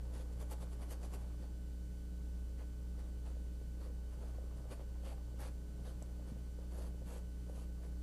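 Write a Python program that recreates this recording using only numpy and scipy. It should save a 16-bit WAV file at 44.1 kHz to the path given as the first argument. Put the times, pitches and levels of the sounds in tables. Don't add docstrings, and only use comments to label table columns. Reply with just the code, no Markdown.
import sys
import numpy as np
from scipy import signal
from scipy.fft import rfft, irfft, next_fast_len
from scipy.io import wavfile
from scipy.ndimage import uniform_filter1d, map_coordinates

SR = 44100
rng = np.random.default_rng(int(sys.argv[2]) if len(sys.argv) > 2 else 0)


def pcm_store(signal):
    levels = np.round(np.clip(np.atleast_2d(signal), -1, 1) * 32767)
    wavfile.write(sys.argv[1], SR, levels.astype(np.int16).T)


def convert_level_to_amplitude(level_db):
    exponent = np.asarray(level_db, float) / 20
    return 10 ** exponent


N = 353682
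TIME = np.arange(N) / SR


def unit(x):
    return x / np.sqrt(np.mean(x ** 2) + 1e-20)


def along(points, hz):
    f, v = np.transpose(points)
    return np.interp(np.log(hz + 1), np.log(f + 1), v)


def curves(rows):
    s, *columns = np.transpose(rows)
    return [np.interp(TIME, s, column) for column in columns]


def wobble(rate):
    coarse = TIME[::16]
    knots = rng.standard_normal(N // 50)
    return np.interp(TIME, coarse, map_coordinates(knots, [coarse * rate]))


def filtered(x, response):
    m = next_fast_len(N + SR // 2)
    return irfft(rfft(x, m) * response(np.fft.rfftfreq(m, 1 / SR)), m)[:N]


def coloured(x, spectrum):
    return unit(filtered(x, lambda hz: convert_level_to_amplitude(along(spectrum, hz))))


def modes(table):
    def response(f):
        total = 0
        for k, (centre, width, db) in enumerate(table):
            damping = 1j * f * width
            total = total + (-1) ** k * convert_level_to_amplitude(db) * damping / (centre * centre - f * f + damping)
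        return total
    return response


def tone(hz, unsteady_db):
    phase = rng.random()
    return np.sqrt(2) * convert_level_to_amplitude(unsteady_db * wobble(6)) * np.sin(2 * np.pi * (hz * TIME + phase))


def pings(rows, attack):
    out, t = np.zeros(N + SR), TIME[:SR // 5]
    for s, db, hz, t60 in rows:
        decay = convert_level_to_amplitude(db - 60 * t / max(t60, .001))
        ring = decay * (1 - np.exp(-t / attack)) * np.sin(2 * np.pi * hz * t)
        out[round(s * SR):][:len(t)] += ring
    return out[:N]


def floor():
    # (frequency [Hz], density [dB per Hz])
    rumble_spectrum = [(18, -23.5), (32, -7), (90, -6.5), (135, -5), (250, -12), (500, -25.5),
                       (1000, -35.5), (2200, -50.5)]
    # (frequency [Hz], density [dB per Hz])
    hiss_spectrum = [(500, -13), (1200, 1), (2500, -1), (6000, -1), (10000, -1.5), (11000, -2.5),
                     (11950, -4), (12100, -32)]
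    # (frequency [Hz], density [dB per Hz])
    ceiling_spectrum = [(11900, -30), (12100, 0), (13200, -5), (14800, -8), (14950, 3), (15080, -30)]
    rumble = convert_level_to_amplitude(-58.5 + .7 * wobble(3.28)) * coloured(rng.standard_normal(N), rumble_spectrum)
    ceiling = convert_level_to_amplitude(-97) * coloured(rng.standard_normal(N), ceiling_spectrum)
    hiss = convert_level_to_amplitude(-72 + 0.39 * wobble(5.7)) * coloured(rng.standard_normal(N), hiss_spectrum)
    return rumble + ceiling + hiss


def hum():
    # (time [s], level [dB])
    first_order = [(0.3, -43.5), (0.67, -43.5), (7.29, -45), (7.7, -44.5)]
    # (time [s], level [dB])
    transformer_load = [(0, -66), (.2, -59), (1.05, -64), (1.99, -58), (3.88, -62), (4.2, -60.5),
                        (4.8, -67), (5.1, -62), (6, -59.5), (7.1, -58), (8.02, -57)]
    # (order [1], level [dB rms])
    buzz = [(4, -74.5), (6, -80), (7, -71), (9, -76), (10, -79), (11, -86.5), (14, -84)]
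    # (frequency [Hz], level [dB rms])
    motor = [
        (30.08, -57),
        (497, -78),
    ]
    # (order [1], level [dB rms])
    whine = [(1, -79.5), (2, -86.5), (3, -86), (4, -88), (5, -87), (6, -87), (8, -82), (9, -94), (10, -97)]
    mains_hz, whine_hz = 60.01, 1500.0

    third, = curves(transformer_load)
    fifth = third.mean() - 6 + 0.24 * (third - third.mean())
    x = convert_level_to_amplitude(curves(first_order)[0]) * tone(mains_hz, unsteady_db=-0.9)

    start_s, end_s, ease_s = 1.4, 4.05, .3
    settled = np.clip(np.minimum(TIME - start_s, end_s - TIME) / ease_s, 0, 1)
    panel = unit(filtered(rng.standard_normal(N), modes([(120.7, 14, 0)])))
    second = 0.9 * tone(2 * mains_hz, unsteady_db=1.0) + 0.67 * panel
    x += convert_level_to_amplitude(-62 - 5 * settled) * second

    x += convert_level_to_amplitude(third - .8) * tone(3 * mains_hz, unsteady_db=1.1)
    x += convert_level_to_amplitude(fifth - .8) * tone(5 * mains_hz, unsteady_db=1.1)
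    x += sum(convert_level_to_amplitude(db) * tone(int(k + .5) * mains_hz, unsteady_db=0.5) for k, db in buzz)
    x += sum(convert_level_to_amplitude(db) * tone(hz, unsteady_db=-1.0) for hz, db in motor)
    x += sum(convert_level_to_amplitude(db) * tone(int(k + .5) * whine_hz, unsteady_db=.3) for k, db in whine)
    return x


def taps():
    # (time [s], peak level [dB], pitch [Hz], t60 [s])
    cloth_taps = [(.099, -54, 500, 0.012), (.199, -48, 544, .016), (0.313, -49, 471, 0.014),
                  (0.373, -45, 439, 0.016), (2.978, -52, 448, 0.018), (3.368, -47.5, 503, 0.021),
                  (3.614, -47, 409, 0.015), (3.802, -49, 497, 0.016), (4.385, -43.5, 535, 0.017),
                  (4.44, -44, 428, 0.014), (4.709, -45, 520, 0.013), (4.735, -45, 500, .016),
                  (4.795, -46, 520, 0.017), (4.812, -46, 560, .016), (5.037, -46, 600, 0.013),
                  (5.341, -48, 487, 0.015), (5.795, -50, 420, 0.011), (6.021, -42, 536, 0.014),
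                  (6.196, -45.5, 544, 0.015), (6.367, -49, 522, 0.014), (6.588, -44, 467, 0.016),
                  (6.786, -43, 523, .016), (6.946, -45, 417, 0.014), (7.019, -45.5, 536, 0.016),
                  (7.497, -39.5, 520, 0.011)]
    # (time [s], peak level [dB], pitch [Hz], t60 [s])
    frame_knocks = [
        (6.318, -28.5, 190, 0.031),
        (.512, -43, 845, 0.05),
        (3.9, -47, 510, 0.04),
        (5.9, -53, 650, .03),
    ]
    # (time [s], peak level [dB], pitch [Hz], t60 [s])
    paint_snaps = [
        (6.0246, -22.5, 7700, .003),
        (6.0246, -30, 6100, .003),
        (6.0267, -32, 10500, .0025),
        (6.59, -42, 4500, .003),
        (6.794, -35, 7200, .003),
        (7.498, -46, 6000, .003),
    ]
    knocks = convert_level_to_amplitude(3.5) * pings(cloth_taps, attack=0.00084) + pings(frame_knocks, attack=0.0026)
    return knocks + pings(paint_snaps, attack=.002)


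def slips(fine_db, clump_db):
    return rng.standard_normal(N) * convert_level_to_amplitude(fine_db * wobble(600) + clump_db * wobble(70))


def angled(x, depth_db):
    z = signal.stft(x, nperseg=512)[2]
    field = uniform_filter1d(rng.standard_normal(z.shape), size=7, axis=0)
    field = uniform_filter1d(field, size=22, axis=1)
    return signal.istft(z * convert_level_to_amplitude(depth_db * unit(field)), nperseg=512)[1][:N]


def pressure():
    # (full speed at [s], hold [s], bristle hiss [dB],
    # weight on the cloth [dB], bite into the weave [dB])
    scrub = [(.14, 0.081, -72, 11, -0.5), (0.33, .002, -76, 8, -5), (0.411, 0.014, -67, 12, -1.5),
             (0.519, 0.0039, -59.5, 11.5, -3.5), (0.617, 0.013, -67, 14.5, -2.5),
             (0.725, 0.012, -70.5, 11, -4), (0.823, 0.0093, -68.5, 15.5, -1),
             (0.911, 0.019, -62.5, 8, -2.5), (1.033, 0.024, -69.5, 17, 2), (1.139, .008, -63.5, 13, -1.5),
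             (1.2, 0.035, -77.5, 8, -1), (1.422, 0.027, -80, 20, 4)]
    # (full speed at [s], hold [s], bristle hiss [dB],
    # weight on the cloth [dB], bite into the weave [dB])
    strokes = [(2.596, .02, -78, 18, 5.5), (2.997, .006, -77, 16, 4.5), (3.03, .03, -91, 22, 6),
               (3.264, .008, -77, 12, 6), (3.29, .03, -87.5, 24, 3), (3.813, 0.055, -78, 20, 3.5),
               (4.12, .03, -81.5, 14, 4.5), (4.218, .09, -78.5, 17.5, 0), (4.572, .025, -78, 17, -1),
               (4.716, 0.014, -67.5, 18, 3.5), (4.798, 0.012, -83.5, 23, 7.5), (5.052, 0.077, -71, 15, 1),
               (5.404, 0.073, -67, 11.5, 1.5), (5.858, .05, -74, 12, 3), (6.022, .004, -74.5, 16, -2),
               (6.28, 0.023, -77, 19, 2.5), (6.593, 0.073, -87.5, 20, 3), (6.72, .04, -76.5, 17, -3),
               (6.785, .09, -70, 13.5, -2), (7.072, 0.038, -69.5, 12, -4.5), (7.13, .05, -69.5, 15.5, -2.5),
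               (7.5, .003, -78.5, 22, -6), (7.558, 0.077, -73.5, 12.5, -1.5), (7.83, .04, -77.5, 17, -1.5)]
    rise_db_per_s, fall_db_per_s, sag_db_per_s = 602, 520, 29
    cloth_slower = 0.89
    tight_share = 0.48

    gains = np.zeros((4, N))
    for s, hold, db, weight_db, bite_db in [*scrub, *strokes]:
        part = slice(max(round((s - .12) * SR), 0), round((s + hold + .12) * SR))
        t = TIME[part]
        rise_db = -rise_db_per_s * np.clip(s - t, 0, 1)
        fall_db = -fall_db_per_s * np.clip(t - s - hold, 0, 1)
        sag_db = -sag_db_per_s * np.clip(t - s - hold / 2, -hold / 2, hold / 2)
        speed_db = (rise_db + fall_db) * [[1], [1], [cloth_slower], [cloth_slower]] + sag_db
        tight_db = tight_share * weight_db + (1 - tight_share) * bite_db
        gains[:, part] += convert_level_to_amplitude(db + speed_db + np.array([[0], [bite_db], [weight_db], [tight_db]]))
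    return gains


def brush():
    # (centre [Hz], width [Hz], level [dB])
    drum_modes = [
        (298, 158, -3),
        (476.6, 84, 4),
        (521, 96, 4),
        (673, 175, -3),
    ]
    # (centre [Hz], width [Hz], level [dB])
    tight_modes = [
        (817, 120, 0.5),
        (1130, 330, -2),
        (1284, 540, -6),
    ]
    # (time [s], level [dB])
    drag = [(0.0, -61.5), (0.8, -63.5), (1.27, -62), (1.81, -72.5), (3.24, -66), (3.6, -73), (4.27, -60),
            (5.41, -66.5), (6.1, -63), (6.97, -67.5), (7.35, -68.5), (8.02, -66)]
    # (frequency [Hz], density [dB per Hz])
    weave_spectrum = [(900, -25), (1300, 5), (2300, 3), (3350, 2.5), (4000, -1), (4600, 5), (5300, -5),
                      (7000, -37)]
    # (frequency [Hz], density [dB per Hz])
    bristle_spectrum = [(4500, -29), (6000, -3), (8300, -3), (9900, 1), (11800, -0.5), (12150, -40)]

    hiss, scratch, drum, tight = pressure()
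    push = slips(fine_db=2.5, clump_db=1.1)
    skin = convert_level_to_amplitude(-2.5) * drum * unit(filtered(push, modes(drum_modes)))
    skin += tight * unit(filtered(push, modes(tight_modes)))

    rub = slips(fine_db=3.0, clump_db=2.5)
    rubbed = unit(filtered(rub, modes(drum_modes)) + 0.63 * filtered(rub, modes(tight_modes)))
    slide = convert_level_to_amplitude(curves(drag)[0] - 5.0) * rubbed

    tips = angled(slips(fine_db=1.8, clump_db=.7), depth_db=2.1)
    hard = np.clip((20 * np.log10(hiss + 1e-9) + 68) / 3, 0, 1)
    top = convert_level_to_amplitude(-5.5) * hard * coloured(tips, [(11700, -54), (12000, 25), (12800, 0), (13050, -44)])
    weave = convert_level_to_amplitude(1.5) * scratch * coloured(tips, weave_spectrum)
    bristles = convert_level_to_amplitude(3.0) * hiss * (coloured(tips, bristle_spectrum) + top)
    return skin + slide + weave + bristles


def room(x):
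    # (frequency [Hz], t60 [s])
    decay_times = [
        (200, 0.38),
        (2000, 0.17),
        (10000, 0.065),
    ]
    hz, t, z = signal.stft(rng.standard_normal(SR // 2), SR, nperseg=256)
    decay = convert_level_to_amplitude(-60 * t / along(decay_times, hz)[:, None])
    tail = signal.istft(z * decay, SR, nperseg=256)[1]
    delayed = np.pad(x, (300, 0))
    return signal.fftconvolve(delayed, tail / np.linalg.norm(tail))[:N]


def scene():
    easel = brush() + taps()
    return (easel + convert_level_to_amplitude(-14.0) * room(easel) + hum() + floor())[None]


def treble_gate(x):
    hz, _, z = signal.stft(x, SR, nperseg=1024)

    def band(low, high):
        return (hz > low) & (hz < high)

    def over(value, db):
        return np.clip((value - db) / 1.2, 0, 1)

    frames = z.shape[1]
    luck = np.repeat(rng.standard_normal((frames, 2)), 2, axis=0)[:frames].T
    patches = uniform_filter1d(rng.standard_normal(z.shape), size=6, axis=0)
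    patches = unit(uniform_filter1d(patches, size=2, axis=1))
    treble = 10 * np.log10(np.sum(abs(z[band(1600, 10200)]) ** 2, axis=0) + 1e-15)
    treble = uniform_filter1d(treble - np.median(treble), size=5)
    holes = over(np.minimum(1.5 * treble, 5) + 1.5 * patches, db=3.1)

    keep = np.ones(z.shape)
    keep[band(11200, 11920)] = .33 + .67 * over(treble + 1.5 * luck[0], db=.9)
    faint = band(13050, 13420) | band(13580, 14880)
    keep[faint] = 1 - holes[faint]
    shelf = band(12250, 13050)
    keep[shelf] = np.maximum(1 - holes[shelf], over(treble, db=6))
    keep[band(14880, 15200)] = luck[1] > 0
    return signal.istft(z * keep, SR, nperseg=1024)[1][:N]


def band_limit(x):
    return signal.sosfilt(signal.butter(12, 15050, fs=SR, output="sos"), x)


def record(dry):
    def notch(hz):
        return 1 - .9 * np.exp(-((hz - 10450) / 210) ** 4)

    mix = treble_gate(filtered(dry[0], notch))[None]
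    return band_limit(mix)


dry = scene()
out = record(dry)
pcm_store(out)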